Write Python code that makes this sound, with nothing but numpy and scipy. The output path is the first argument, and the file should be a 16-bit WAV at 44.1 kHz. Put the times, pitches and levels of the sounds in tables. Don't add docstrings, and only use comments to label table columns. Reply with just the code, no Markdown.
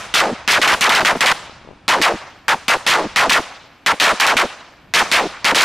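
import sys
import numpy as np
from scipy import signal
from scipy.fft import rfft, irfft, next_fast_len
from scipy.io import wavfile
from scipy.ndimage import uniform_filter1d, map_coordinates

SR = 44100
rng = np.random.default_rng(int(sys.argv[2]) if len(sys.argv) > 2 else 0)


def wrap_up_sound(samples):
    columns = np.atleast_2d(samples).T
    tamed = np.clip(columns, -1, 1)
    steps = np.round(tamed * 32767).astype(np.int16)
    wavfile.write(sys.argv[1], SR, steps)


def voltage_ratio(level):
    return 10 ** (np.asarray(level, float) / 20)


N = 248724


def along(points, hz):
    f, v = np.transpose(points)
    return np.interp(np.log(hz + 1), np.log(f + 1), v)


def unit(x):
    return x / np.sqrt(np.mean(x ** 2) + 1e-20)


def wobble(rate):
    knots = rng.standard_normal(int(N * rate / SR) + 4)
    return map_coordinates(knots, [np.arange(N) * rate / SR])


def coloured(x, spectrum):
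    m = 2 * next_fast_len(N // 2 + 4096)
    gain = voltage_ratio(along(spectrum, np.fft.rfftfreq(m, 1 / SR)))
    cepstrum = irfft(np.log(gain + 1e-6), m)
    cepstrum = cepstrum * np.r_[1, np.full(m // 2 - 1, 2), 1, np.zeros(m // 2 - 1)]
    return irfft(rfft(x, m) * np.exp(rfft(cepstrum)), m)[..., :N]


def stereo(mid, side):
    return np.array([mid + side, mid - side])


# t/s, first rasp f/Hz, time on the rails/s,
# street echo level/dB
OVERRUN_CRACKERS = [(0.1398, 2598, 0.092, -21.5), (.477, 2503, 0.092, -27), (0.6159, 2101, .05, -24.5),
                    (.676, 1999, .07, -32), (.8093, 2700, .074, -24), (0.8936, 2197, .064, -32),
                    (0.9504, 2197, .045, -40), (1.0489, 2001, .05, -41), (1.207, 2305, .045, -28),
                    (3.2954, 2299, 0.061, -29), (4.1993, 2098, 0.059, -27), (4.9377, 2393, 0.085, -19),
                    (5.547, 3016, 0.16, -19), (5.61, 2500, .09, -27), (1.2597, 2600, .068, -27.5)]
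# t/s, first rasp f/Hz, time on the rails/s (negative: a dull aftershock), fade/s,
# street echo level/dB
FADING_CRACKERS = [(-.08, 2000, 0.057, 0.019, -25), (.1942, 2200, 0.024, 0.12, -44),
                   (.5104, 2998, 0.071, 0.019, -25.5), (.7308, 1500, 0.016, 0.0074, -28.5),
                   (1.0067, 1400, 0.0062, 0.026, -29.5), (1.0586, 2302, 0.059, 0.025, -27.5),
                   (1.15, 900.3, -0.032, .054, -35), (1.3155, 1600, 0.0098, 0.0048, -35.5),
                   (1.88, 2405, 0.067, 0.068, -24.5), (2.0154, 2496, 0.069, 0.072, -25.5),
                   (2.4816, 1597, 0.053, .018, -31), (2.6816, 2201, .066, .025, -26.5),
                   (2.8653, 2795, .094, .112, -20.5), (3.16, 2401, 0.081, 0.055, -23.5),
                   (3.3209, 2504, 0.062, 0.024, -26.5), (3.8621, 2103, 0.061, .02, -30),
                   (3.9995, 2601, .12, .02, -19), (4.2663, 2501, .054, 0.048, -26.5),
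                   (4.3679, 2296, 0.055, 0.04, -26.5), (4.9927, 2000, 0.027, .016, -42),
                   (5.1152, 2597, .081, 0.078, -21.5), (5.4448, 2392, .072, .022, -28)]


def blasts():
    usual_fade_s = .035
    overrun = [(s, hz, held, usual_fade_s, db) for s, hz, held, db in OVERRUN_CRACKERS]
    s, start_hz, held, fade, echo_db = np.transpose(sorted(FADING_CRACKERS + overrun))
    last_hz = 330.4 + (650 - 330.4) * np.exp(-fade / .022)
    sag = .75 + (1.5 - .75) * np.exp(-fade / .011)
    return np.transpose([s, start_hz, held, held + fade, last_hz, sag, echo_db])


# f/Hz, level/dB
BLAST_ROAR = [(150, -38.5), (500, -9.5), (1200, -2), (2000, 1), (3200, -5.5), (7000, -25.5), (14000, -29)]


def blast_pressure(age, start_hz, knee_hz, knee, late, rate, crack=.2):
    wall = (knee > 0) * np.exp(-((age - .0098) / .0018) ** 2)
    front = 1 + .6 * np.exp(-age / .0015) + .8 * wall
    jitter = voltage_ratio((2.2 - 1.2 * late) * wobble(260))
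    place = np.cumsum(rate * front * jitter) / 2000 % (N - 1)
    roar = map_coordinates(unit(coloured(rng.standard_normal(N), BLAST_ROAR)), [place])
    hiss = coloured(rng.standard_normal((2, N)), [(300, 3.5), (2500, 22.5), (7000, -8.0), (16000, 0)])
    slaps = voltage_ratio(-60 * age / .11 + 5.3 * wall + 5.1 * wobble(180)) * (1 - late) ** 2
    shock_s = .00023
    shock = 6.2 * (age < shock_s) * (start_hz > knee_hz) * np.sin(2 * np.pi * age / shock_s)
    return roar + shock + crack * slaps * stereo(unit(hiss[0]), .11 * unit(hiss[1]))


# f/Hz, level/dB
PORT_DIFFERENCE = [(60, -1), (300, 18.5), (1500, 10.5), (4000, 12), (9000, 20.5), (15000, 19)]
# f/Hz, level/dB
MICROPHONE = [(20, -30.5), (60, -43.5), (200, -10), (500, -5.5), (1000, -1), (2500, -1.5), (6000, -4),
              (12000, -10), (15600, -17), (16600, -1), (20000, -79)]


def overload(knee_hz=1150, drive_db=14, rail_db=-9):
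    table = blasts()
    t = np.arange(N) / SR
    last = np.searchsorted(table[:, 0], t, side="right") - 1
    s, start_hz, knee, settled, last_hz, sag, _ = table[last].T
    age = t - s
    early = np.clip(age / knee, 0, 1)
    late = np.clip((age - knee) / np.maximum(settled - knee, .002), 0, 1)
    rate = start_hz * (knee_hz / start_hz) ** early ** 1.6
    rate = rate * (last_hz / knee_hz) ** late ** .55
    rate = rate * (1 - .45 * late ** 3.5)
    pressure = blast_pressure(age, start_hz, knee_hz, knee, late, rate)
    depth, moment = rng.random((len(table), 2))[last].T
    suction = (5 * depth - 2.5) * np.exp(-((age - .0025 - .003 * moment) / .0011) ** 2)
    overdue = np.maximum(age - settled, 0)
    drift = late ** .33 * (sag + .45 * wobble(90)) + 300 * overdue
    boom = .38 * wobble(320) * (1 - late)
    drive = voltage_ratio(drive_db - 8.3 * early - 9 * np.sqrt(late))
    left, right = np.tanh(drive * (pressure + boom + suction - drift))
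    onset = np.clip(age / np.where(knee > 0, .0001, .005), 0, 1)
    resting = np.exp(-(overdue / .0037) ** 2) * onset
    level = voltage_ratio(rail_db + 3.6 * np.exp(-age / .0023)) * resting
    mid, side = level * np.array([left + right, left - right]) / 2
    return stereo(*coloured([mid, coloured(side, PORT_DIFFERENCE)], MICROPHONE))


def recovery(level_db=-30, lead=.024, length=.0074):
    t = np.arange(N) / SR
    table = blasts()
    swell = np.zeros(N)
    for (s, _, _, settled, *_), after in zip(table, table[1:]):
        end = s + settled
        if end < after[0] + .02:
            swell += np.exp(-((t - end + lead / 2) / length) ** 2)
    lurch = [(15, -12), (35, 7.5), (90, 1.0), (250, 7.0), (450, -18.0), (900, -28), (3000, -110)]
    mid, side = unit(coloured(rng.standard_normal((2, N)), lurch))
    return voltage_ratio(level_db) * swell * stereo(mid, .067 * side)


# f/Hz, level/dB per Hz
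STREET_ECHO = [(35, -50), (60, -15), (200, -9.5), (330, -9), (570, -1.5), (1200, -1.5), (3000, -7),
               (6300, -12.5), (10000, -17.5), (13000, -26.5), (15800, -32), (17000, -62)]
# f/Hz, t60/s
STREET_DECAY = [(150, 0.39), (700, 1), (2000, 1), (5000, 0.85), (13000, 0.33)]
# f/Hz, level/dB
DISTANT_WIDTH = [(60, -14), (150, -77), (380, -34), (950, -26.5), (2380, -15), (5980, -7.5), (15000, 8)]


def street(patchy_db=1.7, delay=.012):
    hz, t, noise = signal.stft(rng.standard_normal((2, N)), SR, nperseg=512)
    t60 = along(STREET_DECAY, hz)[:, None]
    power = 0
    for s, *_, db in blasts():
        age = t - delay - s
        power = power + (age > 0) * voltage_ratio(2 * db - 120 * np.maximum(age, 0) / t60)
    patches = uniform_filter1d(rng.standard_normal(power.shape), size=24, axis=0)
    patches = unit(uniform_filter1d(patches, size=4, axis=1))
    colour = voltage_ratio(along(STREET_ECHO, hz))[:, None]
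    colour = colour / np.sqrt(np.mean(colour ** 2))
    gain = np.sqrt(power) * colour * voltage_ratio(patchy_db * patches)
    width = voltage_ratio(along(DISTANT_WIDTH, hz))[:, None]
    echo = signal.istft(noise * [gain, gain * width], SR, nperseg=512)[1]
    return stereo(*echo[:, :N])


# t/s, peak level/dB
PUFFS_ON_PORTS = [(1.461, -20), (1.496, -15), (1.614, -24.5), (1.649, -19), (1.675, -16), (1.689, -13),
                  (1.695, -24), (1.707, -18), (1.712, -14), (1.726, -24), (1.734, -22), (3.641, -23),
                  (4.855, -26)]


def puffs(hz=474, turns=.88):
    pops = np.zeros(N + SR)
    t = np.arange(SR // 20) / SR
    pop = np.sin(2 * np.pi * hz * t) * np.tanh(4 * hz * t)
    for s, db in PUFFS_ON_PORTS:
        pops[round(s * SR):][:len(t)] += voltage_ratio(db - 30 * t * hz / turns) * pop
    return stereo(pops[:N], .47 * pops[:N])


# f/Hz, level/dB per Hz
BUFFETING = [(18, -14), (40, -4.5), (110, -5), (200, -7.5), (400, -20), (1000, -66)]
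# t/s, buffet level/dB
WIND_STRENGTH = [
    (0.0, -53),
    (0.82, -52),
    (2.56, -57.5),
    (3.11, -51),
    (3.66, -61),
    (4.21, -64),
    (4.73, -61.5),
    (5.07, -48),
    (5.64, -64),
]
# f/Hz, level/dB per Hz
PORT_FLUTTER = [(100, -30), (250, -5), (550, -2), (1000, -7), (2500, -40), (6000, -100)]


def wind(gust_db=4, flutter_db=-7, spikes_db=5.5):
    mid, side = unit(coloured(rng.standard_normal((2, N)), BUFFETING))
    strength_db = np.interp(np.arange(N) / SR, *np.transpose(WIND_STRENGTH))
    gusts = voltage_ratio(strength_db + gust_db + .8 * wobble(6.4))
    spiky = voltage_ratio(spikes_db * wobble(120)) * rng.standard_normal((2, N))
    ticking = unit(coloured(spiky, PORT_FLUTTER))
    return gusts * stereo(mid, .078 * side) + voltage_ratio(flutter_db) * gusts * ticking


# f/Hz, level/dB per Hz
DISTANT_TRAFFIC = [(120, -17.5), (200, -2.5), (289, 4), (322, 0), (448, -7.5), (709, -4.5), (1910, -8.5),
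                   (2050, -23), (2210, -6), (9580, -34), (12400, -48), (16000, -59)]


def traffic(level_db=-52):
    mid, side = coloured(rng.standard_normal((2, N)), DISTANT_TRAFFIC)
    side = coloured(side, DISTANT_WIDTH)
    return voltage_ratio(level_db + wobble(6.773)) * stereo(mid, side) / np.std(mid)


# f/Hz, level/dB per Hz
CAMERA_HISS = [(8000, -42), (10800, -8), (12200, 4), (13200, -4), (15500, -13.5), (17000, -37)]


def lens_motor(level_db=-76, ticks_per_s=52, tick_s=.003):
    hiss = unit(coloured(rng.standard_normal((2, N)), CAMERA_HISS))
    turn = np.cumsum(ticks_per_s * voltage_ratio(1.2 * wobble(3))) / SR % 1
    ticks = .5 + 2.8 * np.exp(-turn / (ticks_per_s * tick_s))
    waking = np.arange(N) > 2.1 * SR
    return waking * voltage_ratio(level_db + 2.7 * wobble(40)) * ticks * hiss


def scene():
    return overload() + recovery() + street() + puffs() + wind() + traffic() + lens_motor()


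def band_limit(x):
    return signal.sosfilt(signal.butter(12, 16750, fs=SR, output="sos"), x)


# f/Hz, level/dB
RECORDER_BAND = [(20, 0), (15600, 0), (15900, -33), (16700, -38), (17200, -70)]


def record(dry):
    rounded = dry / (1 + np.abs(dry / .8) ** 4) ** (1 / 4)
    mix = coloured(rounded, RECORDER_BAND)
    return band_limit(mix)


dry = scene()
out = record(dry)
wrap_up_sound(out)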